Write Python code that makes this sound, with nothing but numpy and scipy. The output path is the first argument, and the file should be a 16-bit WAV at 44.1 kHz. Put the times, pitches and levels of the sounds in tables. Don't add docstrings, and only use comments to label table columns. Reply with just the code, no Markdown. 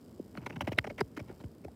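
import sys
import numpy as np
from scipy import signal
from scipy.fft import rfft, irfft, next_fast_len
from scipy.io import wavfile
from scipy.ndimage import uniform_filter1d

SR = 44100
rng = np.random.default_rng(int(sys.argv[2]) if len(sys.argv) > 2 else 0)


def linear_from_db(decibels):
    return 10 ** (np.asarray(decibels, float) / 20)


def unload_wav(signal):
    wavfile.write(
        sys.argv[1],
        SR,
        np.round(np.clip(np.atleast_2d(signal).T, -1, 1) * 32767).astype(np.int16),
    )


N = 77175
HZ = np.fft.rfftfreq(N, 1 / SR)


def evened(x):
    return x / np.sqrt(np.mean(x ** 2) + 1e-20)


def coloured(x, spectrum, tilt_db=0.):
    hz = np.fft.rfftfreq(len(x), 1 / SR) + 1
    f, db = np.transpose(spectrum)
    gain_db = np.interp(np.log(hz), np.log(f), db) + tilt_db * np.log2(hz / 2000)
    return irfft(rfft(x) * linear_from_db(gain_db), len(x))


def coloured_noise(spectrum):
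    return evened(coloured(rng.standard_normal(N), spectrum))


def add(mix, s, sound):
    part = mix[round(s * SR):][:len(sound)]
    part += sound[:len(part)]


# f/Hz, level/dB
FAN_SPECTRUM = [(30, -45.5), (60, -0.5), (130, -2.5), (230, 1), (420, -5.5), (650, -17), (1500, -35.5),
                (3000, -50.5)]
# f/Hz, level/dB
HISS_SPECTRUM = [(1000, 13), (3000, 1), (5000, 3.5), (6200, -2), (8000, 1.5), (12600, -4), (14000, 1.5),
                 (14900, -6.5)]
FAN_DB, FAN_SWELL_DB, HISS_DB = -53.5, .8, -72.5


def air():
    swell = uniform_filter1d(rng.standard_normal(N), size=900)
    swell = evened(uniform_filter1d(swell, size=900))
    wash = coloured_noise([*FAN_SPECTRUM, (16000, -70)]) * linear_from_db(FAN_DB + FAN_SWELL_DB * swell)
    return wash + linear_from_db(HISS_DB) * coloured_noise([(200, -20), *HISS_SPECTRUM])


# first tick t/s, last tick t/s, rate/(ticks per s), level/dB
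MOTOR_RUNS = [
    (.0110, .41, 60, -57),
    (.4277, .62, 30, -57),
    (.4460, .60, 30, -57),
    (.6277, 1.08, 60, -57),
    (1.1777, 1.47, 60, -57),
    (.0155, .46, 29.99, -57),
    (.6490, 1.75, 29.98, -57),
]
# f/Hz, width/Hz, level/dB
LENS_PARTS = [(3030, 290, -9.5), (5000, 560, -2), (7640, 630, -4.5), (9790, 560, -7.5), (13820, 450, -5)]
TICK_DB, TICK_JITTER_S = -1, .0001
RATTLE, RATTLE_S = .35, .0021


def lens():
    t = np.arange(200) / SR
    steps = np.zeros(N)
    rattle_fade = RATTLE * np.exp(-t / RATTLE_S) / np.sqrt(RATTLE_S * SR / 2)
    for first, last, rate, level_db in MOTOR_RUNS:
        for s in np.arange(first, last, 1 / rate):
            late = TICK_JITTER_S * rng.standard_normal()
            kick = (t == 0) + rattle_fade * rng.standard_normal(200)
            add(steps, s + late, linear_from_db(level_db + TICK_DB) * kick)
    ring = np.zeros(200)
    for k, (hz, width, db) in enumerate(LENS_PARTS):
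        ring += (-1) ** k * linear_from_db(db) * np.exp(-np.pi * width * t) * np.sin(2 * np.pi * hz * t)
    return signal.oaconvolve(steps, ring)[:N]


# f/Hz, width/Hz, lift level/dB
CASE_MODES = [(590, 65, 6.5), (900, 140, 8), (1440, 73, 2.5), (2207, 106.5, 3.5), (2800, 140, 1.5),
              (4010, 500, 5), (5660, 730, 6.5)]


def case_db(hz):
    return sum(db / (1 + ((hz - f) / width) ** 2) for f, width, db in CASE_MODES)


# f/Hz, level/dB
SKIN_SPECTRUM = [(150, 11), (450, 3.5), (1000, -3.5), (2200, -2), (3150, -9.5), (3500, -17), (8000, -23.5),
                 (15000, -27.5)]
TREBLE_HZ = 3400
PATCH_DB, PATCH_HZ = 5, 600


def cased(x, tilt_db):
    hz = np.fft.rfftfreq(len(x), 1 / SR)
    knots_hz = np.arange(0, SR / 2 + PATCH_HZ, PATCH_HZ)
    patch_db = PATCH_DB * np.interp(hz, knots_hz, rng.standard_normal(len(knots_hz)))
    patch_weight = hz * TREBLE_HZ / (hz ** 2 + TREBLE_HZ ** 2) * 1.34
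    gain = linear_from_db(case_db(hz) + patch_db * patch_weight)
    return irfft(rfft(coloured(x, SKIN_SPECTRUM, tilt_db)) * gain, len(x))


def slips(grain_db, count, per_s=5500):
    sign, chance, size = rng.random((3, count))
    size_db = grain_db * np.minimum(-np.log(1 - size), 4)
    return np.sign(sign - .5) * (chance < per_s / SR) * linear_from_db(size_db)


# t/s, level/dB
GRIP_LEVEL = [
    (0, -73),
    (.32, -63.5),
    (0.359, -55),
    (.6, -55.5),
    (0.929, -60.5),
    (.96, -80),
    (1.298, -54.5),
    (1.449, -69),
    (1.75, -67),
]
# f/Hz, level/dB
TREMOR_SPECTRUM = [(30, 0.5), (65, -15), (120, -0.5), (200, -16), (400, -37.5)]
TREMOR_DB, TREMOR_FOLLOW = -49, .95


def rubbing():
    t, db = np.transpose(GRIP_LEVEL)
    grip_db = np.interp(np.arange(N) / SR, t, db)
    friction = evened(cased(slips(grain_db=1.2, count=N), tilt_db=-2.4))
    tremor = coloured_noise([*TREMOR_SPECTRUM, (16000, -83.5)])
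    tremor_db = TREMOR_DB + TREMOR_FOLLOW * (grip_db - db.max())
    return linear_from_db(grip_db) * friction + linear_from_db(tremor_db) * tremor


# start t/s, length t/s, level/dB, tilt/(dB per octave), place of the peak/(0-1)
SCUFFS = [(0.363, 0.027, -53.5, 2, 0.32), (0.408, 0.039, -56.5, -1, 0.9), (.459, 0.017, -42, 1, 0.06),
          (0.492, 0.02, -46, -0.5, 0.61), (0.516, 0.03, -51, -1, 0.44), (0.555, 0.016, -44.5, -0.2, 0.58),
          (0.606, 0.021, -40.5, 1.07, 0.18), (0.642, 0.021, -60, 1.5, 0.2), (0.6693, 0.026, -42, .5, 0.2),
          (0.719, 0.019, -46.5, 2, 0.06), (0.773, 0.0097, -51, 0.5, 0.8), (0.78, 0.015, -36.5, 2, 0.42),
          (0.8395, 0.017, -41, -0.5, 0.4), (0.864, 0.014, -40.5, -0.76, 0.5),
          (0.895, 0.02, -44.5, -1, 0.25), (0.9773, 0.036, -43, -0.5, 0.18), (1.002, .016, -32.5, 0.5, 0.4),
          (1.163, 0.023, -49.5, 2, 0.4), (1.189, 0.022, -50.5, 1.5, 0.4), (1.277, 0.022, -55.5, -1.5, 0.27),
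          (1.291, 0.031, -49.5, -2, 0), (1.393, 0.028, -54, 0, 0.5), (1.433, 0.016, -59, 1, 0.47),
          (1.637, 0.019, -56.5, 2, 0.55)]
FADE_DB, EDGE = -4.5, .28
TREBLE_FADE_DB = -7
LEAD, SPAN = 256, 2560


def scuffs():
    out = np.zeros(N)
    highpass = signal.butter(4, TREBLE_HZ, "high", fs=SR, output="sos")
    for start, length, level_db, tilt_db, peak in SCUFFS:
        u = (np.arange(SPAN) - LEAD) / SR / length
        peak = np.clip(peak, .05, .9)
        away = np.where(u < peak, 1 - u / peak, (u - peak) / (1 - peak))
        ramps = np.minimum(u / min(EDGE, peak / 2), (1 - u) / EDGE)
        shape = np.clip(ramps, 0, 1) * linear_from_db(FADE_DB * away)
        burst = cased(slips(grain_db=5, count=SPAN) * shape, tilt_db)
        treble = signal.sosfiltfilt(highpass, burst)
        burst = burst - treble * (1 - linear_from_db(TREBLE_FADE_DB * away))
        burst *= np.sqrt(length * SR / np.sum(burst ** 2))
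        add(out, start - LEAD / SR, linear_from_db(level_db) * burst)
    return out


def knocks(rows):
    out = 0
    case = linear_from_db(case_db(HZ))
    for s, peak_db, centre_hz, spread in rows:
        octaves = np.log2((HZ + 1) / centre_hz)
        hump = case * np.exp(-.5 * (octaves / max(spread, .025)) ** 2)
        height = linear_from_db(peak_db) * N / (2 * hump.sum())
        out = out - height * hump * np.exp(-2j * np.pi * HZ * s)
    return irfft(out, N)


# t/s, peak level/dB, centre f/Hz, spread/octaves
CATCHES = [(0.3506, -47.5, 700, 0.2), (0.3745, -43.5, 2230, 0.16), (0.3751, -47, 4340, 0.059),
           (0.4628, -56, 6000, 0.04), (0.4642, -47.5, 4130, 0.064), (0.4674, -49, 6100, 0.04),
           (0.5259, -55, 2540, 0.09), (0.5285, -50, 2630, 0.074), (0.5595, -55, 2610, 0.065),
           (0.5644, -41.5, 820, 0.32), (0.5648, -50, 2800, 0.08), (0.6085, -38.5, 2100, 0.1),
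           (0.6086, -51.5, 5560, 0.025), (0.6092, -52.5, 8940, 0.03), (0.6144, -37.5, 1560, 0.24),
           (0.6147, -38, 2260, 0.13), (0.6757, -52, 5640, 0.065), (0.6762, -48.5, 3800, 0.06),
           (0.6786, -38, 2170, 0.12), (0.6821, -46, 1630, 0.15), (0.7183, -51, 2200, 0.11),
           (0.7186, -41, 2950, 0.096), (0.7217, -43, 1850, 0.1), (0.7227, -46, 4000, 0.11),
           (0.7753, -50, 3790, 0.06), (0.7819, -48, 4130, 0.063), (0.7868, -37.5, 5380, 0.06),
           (0.7869, -58, 6830, 0.03), (0.7951, -52, 4740, 0.0494), (0.8467, -41, 1640, 0.15),
           (0.847, -43, 2550, 0.09), (0.8725, -57, 5080, 0.034), (0.873, -54, 3920, 0.06),
           (0.8999, -44, 2090, 0.13), (0.9036, -45.5, 2320, 0.09), (0.9803, -48, 2520, 0.12),
           (0.9878, -39.5, 2050, 0.093), (0.9931, -38, 2270, 0.14), (0.9949, -38, 1850, 0.12),
           (0.9953, -54, 4520, 0.04), (1.0072, -36.5, 4950, 0.047), (1.0087, -47.5, 7580, 0.034),
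           (1.0099, -40.5, 5000, 0.058), (1.0102, -43, 3910, 0.097), (1.0155, -45, 4740, 0.05),
           (1.1663, -46, 1230, 0.29), (1.1904, -40, 593, 0.33), (1.2011, -53, 2280, 0.1)]


def catches():
    return knocks(CATCHES)


# t/s, peak level/dB, centre f/Hz,
# spread/octaves
SNAPS = [(.352, -38.5, 1480, 0.6), (.374, -33.5, 1365, 0.25), (.4070, -50, 900, 0.59),
         (.436, -44, 1220, 0.69), (.7872, -22.5, 2800, 0.0785), (.764, -60.5, 2100, .2),
         (.4632, -28, 2120, 0.21), (.4635, -27.5, 900, 0.72), (.506, -32.5, 1780, 0.39),
         (.564, -40.5, 1490, 0.34), (.6075, -21, 900, 0.56), (.608, -29, 2800, 0.15),
         (.674, -23, 597, 0.36), (.675, -26.5, 2020, 0.33), (.8715, -41.5, 760, 0.09),
         (.779, -36.5, 661, 0.14), (.7869, -11.5, 2037, 0.15), (.7866, -22, 3600, 0.17),
         (.7862, -17, 1540, 0.26), (.787, -34.5, 8870, .07), (.7895, -18.5, 2407, 0.44),
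         (.843, -34, 1890, 0.22), (.872, -39, 2100, 0.33), (1.010, -17.5, 1495, 0.43),
         (1.011, -42.5, 930, 0.079), (.9045, -48, 3680, 0.27), (1.174, -29.5, 1380, 0.4),
         (1.192, -46, 2000, 0.23), (1.298, -47.5, 1480, 0.2), (1.649, -54.5, 2480, 0.11),
         (1.682, -42, 736, 0.15), (1.682, -55, 1814, 0.2)]


def snaps():
    return knocks(SNAPS)


# t/s, peak level/dB, centre f/Hz, spread/octaves
THUDS = [(.194, -25.5, 272, 0.53), (.350, -39.5, 258, 0.3), (.373, -28.5, 188, 0.75),
         (.421, -44.5, 318, 0.16), (.461, -37.5, 248, 0.53), (.506, -39, 296, 0.49), (.559, -33, 167, 0.4),
         (.567, -37, 202, 1.1), (.608, -35.5, 164, 0.43), (.623, -32, 178, 0.71), (.673, -25, 277, 0.43),
         (.677, -29.5, 113, 0.34), (.717, -22, 242, 0.89), (.779, -23, 270, 0.67), (.843, -33, 583, 0.26),
         (.871, -35.5, 418, 0.19), (.905, -34.5, 574, 0.23), (.917, -39, 308, 0.45),
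         (1.007, -27, 242, 0.38), (1.0075, -24.5, 400.3, 0.14), (1.171, -30, 304, 0.34),
         (1.178, -40.5, 330, 0.22), (1.195, -33.5, 85, 0.59), (1.204, -31.5, 175, 0.93),
         (1.297, -36.5, 380, 0.26), (1.436, -35, 218, 0.83), (1.433, -29, 93.5, 0.73),
         (.776, -27.5, 103, 0.65), (1.641, -33.5, 124, 0.91), (1.648, -30.5, 359, 0.57),
         (.121, -47.5, 214, 0.18), (.348, -56, 208, .2), (.720, -32.5, 111, 0.41), (.903, -40, 310, 0.22),
         (.911, -41, 231, .2), (1.189, -48, 140, 0.42), (.608, -44.5, 290, 0.11), (.464, -46, 570, 0.081),
         (1.652, -44, 72, .3), (.612, -41.5, 91, 0.25)]


def thuds():
    return knocks(THUDS)


def scene():
    room = air() + lens()
    hand = rubbing() + scuffs()
    return (room + hand + catches() + snaps() + thuds())[None]


def band_limit(x):
    return signal.sosfilt(signal.butter(12, 16480, fs=SR, output="sos"), x)


LAG_CYCLES, LAG_FLOOR_HZ = 2.65, 2.7
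LOW_CUT_HZ, TOP_HZ = 67.4, 15950


def record(dry):
    size = next_fast_len(N + SR // 2)
    hz = np.fft.rfftfreq(size, 1 / SR) + LAG_FLOOR_HZ
    lag = np.exp(-2j * np.pi * LAG_CYCLES * (np.log(hz / 16000) - hz / 16000))
    low_cut = 1 / np.sqrt(1 + (LOW_CUT_HZ / hz) ** 10)
    high_cut = 1 / np.sqrt(1 + (hz / TOP_HZ) ** 240)
    before = dry[:, 4000:0:-1] * .5
    wrapped = np.concatenate([dry, np.zeros((1, size - N - 4000)), before], axis=1)
    mix = irfft(rfft(wrapped) * lag * low_cut * high_cut, size)[:, :N]
    return band_limit(mix)


dry = scene()
out = record(dry)
unload_wav(out)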